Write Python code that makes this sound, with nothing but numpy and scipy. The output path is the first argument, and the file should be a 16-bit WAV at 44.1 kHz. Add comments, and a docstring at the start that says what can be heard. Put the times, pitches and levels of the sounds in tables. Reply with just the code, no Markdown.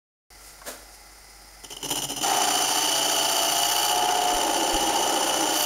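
"""A wood lathe idles in a workshop; a nylon sleeve brushes past and a hand lands on the tailstock.
A boring bit then scuffs the spinning blank, and bites: its steel shank whines while the hollow blank growls.
The edge meets nearly the same grain on every turn, so the cut throbs and chatters in step with the spindle.
Shavings pack the bore, muffling the steel and swelling the growl. A low throb joins in, and air puffs past.
At last the shavings burst free. Most sounds are noise or clicks sent through the ringing of wood and metal."""
import sys
import numpy as np
from scipy import signal
from scipy.fft import rfft, irfft
from scipy.io import wavfile
from scipy.ndimage import map_coordinates

SR = 44100
rng = np.random.default_rng(int(sys.argv[2]) if len(sys.argv) > 2 else 0)


def master_out(mix):
    """Clip the mix to full scale and print it as 16-bit PCM to the path in sys.argv[1]."""
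    frames = np.transpose(np.atleast_2d(mix))
    ceiling = np.clip(frames, -1, 1)
    pcm = np.round(ceiling * 32767).astype(np.int16)
    wavfile.write(sys.argv[1], SR, pcm)


N = 249165
TIME = np.arange(N) / SR
BINS = np.fft.rfftfreq(8192, 1 / SR)  # Hz
# the bit bites, and the shock of entry settles (s)
BITE_S, SETTLE_S = 2.226, 0.33
# shavings pack the bore, then burst free: moments, and the time each change takes (s)
PACK_S, PACKING_S, CLEAR_S, CLEARING_S = 3.85, 0.16, 5.49, 0.077


def amp(db):
    """Turns decibels into gain."""
    return 10 ** (np.asarray(db) / 20)


def unit(x):
    """Scales to an average (rms) level of 1."""
    return x / np.sqrt(np.mean(x ** 2) + 1e-20)


def slope(points):
    """Gain of a broad sound colour at each frequency."""
    hz, db = np.transpose(points)
    return amp(np.interp(np.log(BINS + 1), np.log(hz), db))


def peaks(modes, steep):
    """Gain of a set of resonances at each frequency; a larger steep darkens the valleys between them."""
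    f = BINS + 1
    power = 0
    for hz, width, db in modes:
        detuning = (f * f - hz * hz) / (f * width)
        power = power + amp(db) ** 2 / (1 + detuning ** 2) ** steep
    return np.sqrt(power)


def ring(x, gain):
    """Sends x through a body that rings with this gain, never before it is struck; keeps white noise's level."""
    log_gain = np.log(np.maximum(gain / gain.max(), 1e-5))
    circle = np.concatenate([log_gain, log_gain[-2:0:-1]])
    # the Hilbert transform finds the timing (minimum phase) that belongs to this gain
    taps = np.fft.ifft(np.exp(signal.hilbert(circle).conj())).real[:len(gain)]
    return signal.oaconvolve(x, taps / np.linalg.norm(taps))[:N]


def noise():
    """White noise of rms 1."""
    return rng.standard_normal(N)


def drift(rate, size=8192):
    """Slow random wandering of rms 1, changing about rate times a second."""
    hz = np.fft.rfftfreq(size, N / SR / size)
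    slow = irfft(rfft(rng.standard_normal(size)) * np.exp(-(hz / rate) ** 2))
    return unit(np.interp(TIME, np.linspace(0, N / SR, size), slow))


def snaps(per_s, spread_db):
    """Fibres snapping: sparse clicks, mostly small."""
    size = amp(spread_db * np.minimum(rng.exponential(1, N), 4))
    return unit(size * rng.choice([-1, 1], N) * (rng.random(N) < per_s / SR))


def held(start, end, rise, fall):
    """A level that rises from start, holds, and falls from end."""
    return np.clip((TIME - start) / rise, 0, 1) * np.clip(1 - (TIME - end) / fall, 0, 1)


def phase(turns, s):
    """Spindle angle in radians, counted from the moment s."""
    return 2 * np.pi * (turns - np.interp(s, TIME, turns))


def workshop(x, t60, wet_db):
    """Adds the short diffuse echo of a small room, fading by 60 dB in t60 seconds."""
    t = TIME[:SR // 2]
    tail = rng.standard_normal(len(t)) * amp(-60 * t / t60) * (t > .005)
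    return x + amp(wet_db) * signal.oaconvolve(x, tail / np.linalg.norm(tail))[:N]


# how fast the spindle turns, sagging under load: (time [s], speed [turns per s])
SPINDLE_SPEED = [(1.6, 16.85), (1.9, 15.7), (2.15, 15.4), (2.3, 14.62), (2.75, 14.66), (3.0, 14.85),
                 (3.4, 14.94), (4.1, 15.55), (4.6, 15.12), (5.2, 15.0), (5.65, 15.1)]


def spindle():
    """Speed of the spindle, and the turns it has made so far, which everything follows."""
    speed = np.interp(TIME, *np.transpose(SPINDLE_SPEED))
    return speed, np.cumsum(speed) / SR


# broad colour of the bearing hiss: (frequency [Hz], relative level [dB per Hz])
BEARING_COLOUR = [(60, -24), (100, -21), (190, -20.5), (300, -17.5), (800, -13.5), (1150, -19.5),
                  (1400, -19.5), (2100, -15.5), (2700, -23), (3700, -25), (5000, -13.5), (7000, -20.5),
                  (10000, -20.5), (12500, -25.5), (15500, -27)]
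# ringing of the headstock: (frequency [Hz], width [Hz], relative level [dB])
HEADSTOCK_MODES = [(323, 10, 4.5), (830, 31, 4.5), (1330, 250, -3), (2040, 170, -3), (4800, 85, -8)]
# steady motor tones: (frequency [Hz], level [dB])
MOTOR_TONES = [(726.7, -63), (807.5, -66), (1384, -65), (2019, -64), (4802, -66), (5679, -71), (7014, -64),
               (8737, -66)]
# drive hum: level (dB), the speed below which load weakens it (turns per s), and by how much (dB per turn per s)
HUM_DB, LABOUR_SPEED, HUM_DROP_DB = -56, 15.22, 23


def machine(turns, speed):
    """Bearing hiss pulsing with the spindle, wavering motor tones, rumble, and a hum that fades under load."""
    angle = phase(turns, s=1.246)
    pulse = amp(0.31 * np.cos(angle) + 0.81 * np.cos(2 * angle))
    headstock = amp(-10.0) * peaks(HEADSTOCK_MODES, steep=2.1)
    bearings = amp(-49.5) * ring(noise() * pulse, np.hypot(slope(BEARING_COLOUR), headstock))
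    tones = np.zeros(N)
    for hz, db in MOTOR_TONES:
        tones += amp(db + 2.4 * drift(8.3)) * np.sin(2 * np.pi * hz * TIME + 1.06 * drift(6.7))
    hum_db = HUM_DB - HUM_DROP_DB * np.maximum(LABOUR_SPEED - speed, 0) + 1.1 * drift(5.4)
    # sqrt(2) makes the hum level an rms level; the hum makes 2.92 cycles a turn
    hum = amp(hum_db) * np.sqrt(2) * np.sin(2 * np.pi * 2.92 * turns + 0.14 * drift(6))
    rumble = amp(-64.5) * ring(noise(), peaks([(40, 73, 9), (99, 32, 3)], steep=1.06))
    return bearings + tones + hum + rumble


# a thin whistle grows until the bit bites: final level (dB), growth (dB per s)
WHISTLE_DB, WHISTLE_GROWTH_DB_PER_S = -45.5, 16


def whistle(turns, hz=5108):
    """A thin whistle of the idling lathe, and a light rub once a turn that goes on throughout."""
    angle = phase(turns, s=1.246)
    flutter = amp(1.7 * np.cos(angle) + 1.7 * drift(25))
    swell = (TIME < BITE_S) * amp(WHISTLE_DB + WHISTLE_GROWTH_DB_PER_S * (TIME - BITE_S))
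    tone = swell * flutter * np.sin(2 * np.pi * hz * TIME + .3 * drift(14))
    rub_modes = [(8950, 280, -9), (9600, 400, 3), (10600, 300, -6), (13300, 200, -7)]
    rub = ring(noise() * unit(amp(8.5 * np.cos(angle))), peaks(rub_modes, steep=1.3))
    return tone + amp(-62) * rub


# strokes of the sleeve: (peak time [s], swish [dB], light nylon rustle [dB], rise [s], fall [s])
SLEEVE_STROKES = [(.49, -61, -48, 0.091, 0.056), (.682, -32.5, -38.5, 0.019, 0.039),
                  (.95, -70, -50.5, .03, .014)]
# broad colour of the swish: (frequency [Hz], relative level [dB per Hz])
SWISH_COLOUR = [(71, -48), (120, -15), (180, -23), (255, -4.5), (360, -11), (450, -0.5), (636, -2),
                (863, -7), (1560, -4.5), (2160, -14.5), (6730, -13.5), (15500, -20.5)]
# knock of the hand on the tailstock: (time [s], level [dB])
HAND_KNOCKS = [(.616, -39)]
# ringing of the tailstock: (frequency [Hz], width [Hz], relative level [dB])
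TAILSTOCK_MODES = [(620, 74, 2), (800, 54, 1), (1110, 120, 0), (1510, 160, -5)]


def turner():
    """A nylon sleeve sweeps past as swelling noise, and a hand makes the tailstock ring."""
    swish, rustle = np.zeros((2, N))
    for s, swish_db, rustle_db, rise, fall in SLEEVE_STROKES:
        stroke = np.exp(-(np.minimum(TIME - s, 0) / rise) ** 2 - np.maximum(TIME - s, 0) / fall)
        swish += amp(swish_db) * stroke
        rustle += amp(rustle_db) * stroke
    nylon_colour = [(1000, -9), (3500, -9), (6000, -1.0), (10000, -3), (16000, -13)]
    cloth = ring(swish * noise(), slope(SWISH_COLOUR)) + ring(rustle * noise(), slope(nylon_colour))
    blow = sum(amp(db) * (TIME > s) * np.exp(-abs(TIME - s) / 0.012) for s, db in HAND_KNOCKS)
    knock = ring(blow * noise(), peaks(TAILSTOCK_MODES, steep=1.0))
    return workshop(cloth + knock, t60=0.61, wet_db=-7)


# first scuffs of the edge: (time [s], pressure [dB], hiss of flying dust [dB], length [s])
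EDGE_SCUFFS = [(1.636, -36, -56.5, .01), (1.701, -36, -57, .032), (1.765, -35, -58.5, 0.004),
               (1.802, -40.5, -62, 0.011), (1.828, -29.5, -47, 0.035), (1.885, -29, -47.5, 0.0058),
               (1.903, -25.5, -37, 0.03), (1.954, -26.5, -45, 0.044), (2.019, -27.5, -41.5, 0.03),
               (2.087, -28, -45, 0.041), (2.16, -30, -52, 0.03), (2.21, -27.5, -52, 0.016)]


def scuffs():
    """Contact pressure and flying dust while the edge only grazes the high side of the blank."""
    press, dust = np.zeros((2, N))
    t = TIME[:SR // 4]
    for s, db, dust_db, length in EDGE_SCUFFS:
        touch = np.minimum(t / 0.0012, 1) * np.exp(-np.maximum(t - length, 0) / .012)
        press[round(s * SR):][:len(t)] += amp(db) * touch
        dust[round(s * SR):][:len(t)] += amp(dust_db) * touch
    return press, dust


# ringing of the lathe bed, shaken by each scuff: (frequency [Hz], width [Hz], relative level [dB])
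BED_MODES = [(135, 25, -2.5), (204, 67, -11), (286, 31, 2.5), (430, 55, -3.5)]


def bed():
    """The one-sided scuffs shake the lathe bed."""
    return amp(-12) * ring(noise() * scuffs()[0], peaks(BED_MODES, steep=1.94))


def surface(turns, memory, size):
    """Wood met by the edge, size cells a turn; each turn keeps a share (memory) of the one before."""
    keep = np.clip(memory, 0, .99)
    wood = rng.standard_normal((128, size))
    for k in range(1, len(wood)):
        wood[k] = keep * wood[k - 1] + np.sqrt(1 - keep ** 2) * wood[k]
    return unit(map_coordinates(wood.ravel(), [turns * size], order=3, mode="nearest"))


def hardness(turns, grain_db, knots_db):
    """Cutting force: it drops most twice a turn, where the edges run along the grain, and varies with hard spots."""
    angle = phase(turns + 0.034 * drift(1.6), s=3.206)
    grain = 0.41 * np.cos(angle) + np.cos(2 * angle) + np.cos(4 * angle)
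    hard_spots = surface(turns, memory=0.99, size=24)
    return unit(amp(-grain_db * unit(grain) + knots_db * hard_spots))


def bounce(turns, depth_db):
    """A part of the bit catches at nearly the same spots on each turn."""
    return unit(amp(depth_db * surface(turns, memory=0.92, size=22)))


def packing():
    """How tightly shavings fill the bore, 0-1."""
    return held(PACK_S, CLEAR_S, PACKING_S, CLEARING_S)


def loudness(part, attack_s, easing_per_s=0):
    """Gain of one part through scuffs, bite, free cut and packed bore; the effect of packing may ease off."""
    free_db, bite_db, packed_db, scuff_db = part
    entry = np.exp(-((TIME - BITE_S) / SETTLE_S) ** 2)
    packed = packing() * np.exp(-easing_per_s * np.maximum(TIME - PACK_S, 0))
    engaged = np.clip((TIME - BITE_S) / attack_s, 0, 1)
    return engaged * amp(free_db + bite_db * entry + packed_db * packed) + amp(scuff_db) * scuffs()[0]


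# ringing of the steel bit and chuck: (frequency [Hz], width [Hz], relative level [dB])
STEEL_MODES = [(3620, 40, -14.5), (4080, 104, -15.5), (5240, 74, -8.5), (5470, 320, -13), (6077, 51, -2.5),
               (6005, 290, -8), (6800, 170, -9), (7200, 105, -7), (9245, 91, -7), (9593, 323, -9),
               (12760, 140, -14)]
# broad colour of the tearing fibres: (frequency [Hz], relative level [dB per Hz])
FIBRE_COLOUR = [(60, -93), (130, -25), (240, -31.5), (700, -18.5), (2500, -31), (4200, -28), (7200, -20),
                (8300, -35.5), (12000, -34), (16000, -35.5)]
# (free cut [dB], change at the bite [dB], change while packed [dB], level relative to a scuff's pressure [dB])
STEEL_LOUDNESS = (-27.5, -1, -4.5, -4)


def steel(force):
    """Tearing and snapping fibres ring the steel."""
    tearing = unit(noise() + 0.91 * snaps(per_s=2600, spread_db=2)) * force
    gain = np.hypot(peaks(STEEL_MODES, steep=1.24), amp(3.5) * slope(FIBRE_COLOUR))
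    return ring(tearing * loudness(STEEL_LOUDNESS, attack_s=0.0066, easing_per_s=0.65), gain)


# bending of the shank: (frequency [Hz], width [Hz], relative level [dB])
SHANK_MODES = [(2945, 173, -3), (3032, 88, -3), (3230, 95, -12.5)]
# (free cut [dB], change at the bite [dB], change while packed [dB], level relative to a scuff's pressure [dB])
WHINE_LOUDNESS = (-30, -4.5, -2.5, -6)


def shank(turns, force):
    """The cut bends the shank, which whines."""
    whine = loudness(WHINE_LOUDNESS, attack_s=.005, easing_per_s=0.12)
    return ring(noise() * force * bounce(turns, depth_db=1.5) * whine, peaks(SHANK_MODES, steep=1.41))


# squeal of the bit's rim: (frequency [Hz], width [Hz], relative level [dB])
RIM_MODES = [(4705, 126, -2.5), (4593, 153, 8)]
# (free cut [dB], change at the bite [dB], change while packed [dB], level relative to a scuff's pressure [dB])
SQUEAL_LOUDNESS = (-35, -4.5, -7, -31)


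def rim(force):
    """The rim of the bit squeals with the cutting force."""
    squeal = loudness(SQUEAL_LOUDNESS, attack_s=.005, easing_per_s=.2)
    return ring(noise() * force * squeal, peaks(RIM_MODES, steep=2.2))


def squeak(turns, hz=5222, width_hz=50):
    """The rim rubs the wall once a turn and squeaks."""
    rub = unit(amp(12.0 * np.cos(phase(turns, s=3.3))))
    squeal = loudness(SQUEAL_LOUDNESS, attack_s=.005)
    return amp(-17) * ring(noise() * rub * squeal, peaks([(hz, width_hz, 0)], steep=0.98))


# chips after the bite: first level (dB), growth (dB per s), change while packed (dB), burst on clearing (dB)
CHIPS_DB, CHIPS_GROWTH_DB_PER_S, CHIPS_PACKED_DB, CHIPS_BURST_DB = -44, 5.5, -10, 3


def chip_flow():
    """Chips fly faster as the cut opens, are held back in the packed bore, and leave in a burst."""
    growth_db = CHIPS_GROWTH_DB_PER_S * (np.clip(TIME, BITE_S, PACK_S) - BITE_S)
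    burst = np.clip((TIME - CLEAR_S) / CLEARING_S, 0, 1)
    return (TIME > BITE_S) * amp(CHIPS_DB + growth_db + CHIPS_PACKED_DB * packing() + CHIPS_BURST_DB * burst)


# broad colour of the chips: (frequency [Hz], relative level [dB per Hz])
CHIP_COLOUR = [(2000, -56), (7500, -7), (10500, 0.5), (14000, 5), (16000, -8)]


def chips(force):
    """Dust from the scuffs, then chips leaving the bore, hiss and click."""
    hiss = unit(noise() + 0.82 * snaps(per_s=2000, spread_db=4.0))
    return ring(hiss * force * (chip_flow() + scuffs()[1]), slope(CHIP_COLOUR))


# ringing of the hollow blank, in three groups: (frequency [Hz], width [Hz], relative level [dB])
GROWL_MODES = [(718.4, 39, 1), (785, 76, -3), (817, 143, -3), (893, 43, -1)]
BOOM_MODES = [(313, 50, -3), (338, 43, -1), (421, 38, 1.5), (543, 41, -3), (585, 36, 0)]
RASP_MODES = [(1070, 58, -3), (1245, 93, -0.5), (1430, 104, -1.5), (1768, 80, -5), (1990, 120, -10.5),
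              (2650, 1180, -10)]
# (free cut [dB], change at the bite [dB], change while packed [dB], level relative to a scuff's pressure [dB])
GROWL_LOUDNESS = (-40.5, 6.5, 3, -21)
BOOM_LOUDNESS = (-47, 5.5, 6.5, -21.5)
RASP_LOUDNESS = (-40, 3, 0, -26)


def blank(turns, force):
    """The wavy cut surface shakes the hollow blank, much alike from turn to turn."""
    growl = loudness(GROWL_LOUDNESS, attack_s=0.022)
    boom = loudness(BOOM_LOUDNESS, attack_s=0.022)
    rasp = loudness(RASP_LOUDNESS, attack_s=0.022)
    # the heavy blank evens out the force
    shake = surface(turns, memory=0.783, size=512) * unit(force ** 0.37)
    tear = (surface(turns, memory=0.58, size=1024) + 0.5 * snaps(per_s=250, spread_db=-2.0)) * force
    return (ring(shake * growl, peaks(GROWL_MODES, steep=1.72))
            + ring(shake * boom, peaks(BOOM_MODES, steep=1.01))
            + ring(tear * rasp, peaks(RASP_MODES, steep=0.86)))


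# waves that the edge cuts into the bore and then rides on:
# (start [s], end [s], count at first [waves per turn], gain in count [waves per turn per s], level [dB])
BORE_WAVES = [(1.8, 4.0, 9, 0, -56), (2.4, 3.6, 20, 0, -44), (2.25, 2.8, 50, 0, -33.5),
              (2.6, 3.35, 49, 0, -37), (2.8, 3.38, 45, 0, -33.5), (3.38, 3.8, 44.7, 6, -31),
              (3.88, 4.33, 47, 0, -26.5), (3.5, 5.45, 54, 0, -32.5), (4.33, 5.5, 35, 0, -35.5),
              (4.5, 5.5, 55, 0, -32.5), (3.9, 5.1, 40, 0, -43), (5.5, 5.7, 40, 0, -35)]
# time that a wave pattern takes to grow or be cut away (s)
CHATTER_FADE_S = .09


def chatter(speed, force):
    """Each wave pattern on the bore grows, sings at its count times the spindle speed, and is cut away."""
    out = np.zeros(N)
    for start, end, waves, gained, db in BORE_WAVES:
        life = held(start, end, CHATTER_FADE_S, CHATTER_FADE_S)
        cycles = np.cumsum((waves + gained * (TIME - start)) * speed) / SR
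        out += amp(db + 1.2 * drift(14)) * life * np.sin(2 * np.pi * cycles + .12 * drift(14))
    return out * unit(force ** 0.27)


# puffs of air from thrown shavings at the microphone: (time [s], peak level [dB], half length [s])
AIR_PUFFS = [(4.355, -34, 0.0066), (4.749, -27, 0.0057)]


def puffs(wake_db=-21, wake_s=0.19):
    """Passing air: one swing of pressure, down then up, and a short rumbling wake."""
    swing, wake = np.zeros((2, N))
    for s, db, half in AIR_PUFFS:
        swing += amp(db) * (TIME - s) / half * np.exp(.5 - .5 * ((TIME - s) / half) ** 2)
        wake += amp(db + wake_db) * (TIME > s) * np.exp(-abs(TIME - s) / wake_s)
    return swing + ring(wake * noise(), peaks([(55, 90, 0)], steep=1.3))


# the deep bore starts to rock (s), at this level (dB)
ROCK_S, ROCK_DB = 4.35, -38


def throb(turns, hz=326, sag=0.05):
    """A low throb that swells, and sags in pitch, once every two turns when the bit is deep in the bore."""
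    rock = phase(turns, s=5.012) / 2
    pitch = hz * (1 - sag * np.sin(rock))
    shake = amp(1.8 * drift(30)) * np.sin(2 * np.pi * np.cumsum(pitch) / SR + 0.71 * drift(22))
    life = held(ROCK_S, CLEAR_S + CLEARING_S, rise=.07, fall=.08)
    return amp(ROCK_DB) * life * unit((1 + np.cos(rock)) * shake)


def scene():
    """Everything follows the turning of the spindle."""
    speed, turns = spindle()
    lathe = machine(turns, speed) + whistle(turns)
    skipping = amp(1.6 * drift(98) * (TIME < BITE_S))  # a grazing edge makes ragged contact
    force = hardness(turns, grain_db=1.5, knots_db=1.22) * skipping
    bit = steel(force) + shank(turns, force) + rim(force) + squeak(turns) + chips(force)
    cutting = workshop(bed() + bit + blank(turns, force), t60=0.52, wet_db=-11.0)
    return (lathe + turner() + cutting + chatter(speed, force) + puffs() + throb(turns))[None]


def record(dry, start_s=.303, notch_hz=7880, edge_hz=15740):
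    """The sound opens abruptly after silence; a narrow notch in the treble, then nothing above the edge."""
    opened = dry * np.clip((TIME - start_s) / 0.0011, 0, 1)
    notched = signal.lfilter(*signal.iirnotch(notch_hz, 32, SR), opened)
    low_pass = signal.firwin(701, edge_hz, window=("kaiser", 9), fs=SR)
    return signal.oaconvolve(notched, low_pass[None], "same")


dry = scene()
out = record(dry)
master_out(out)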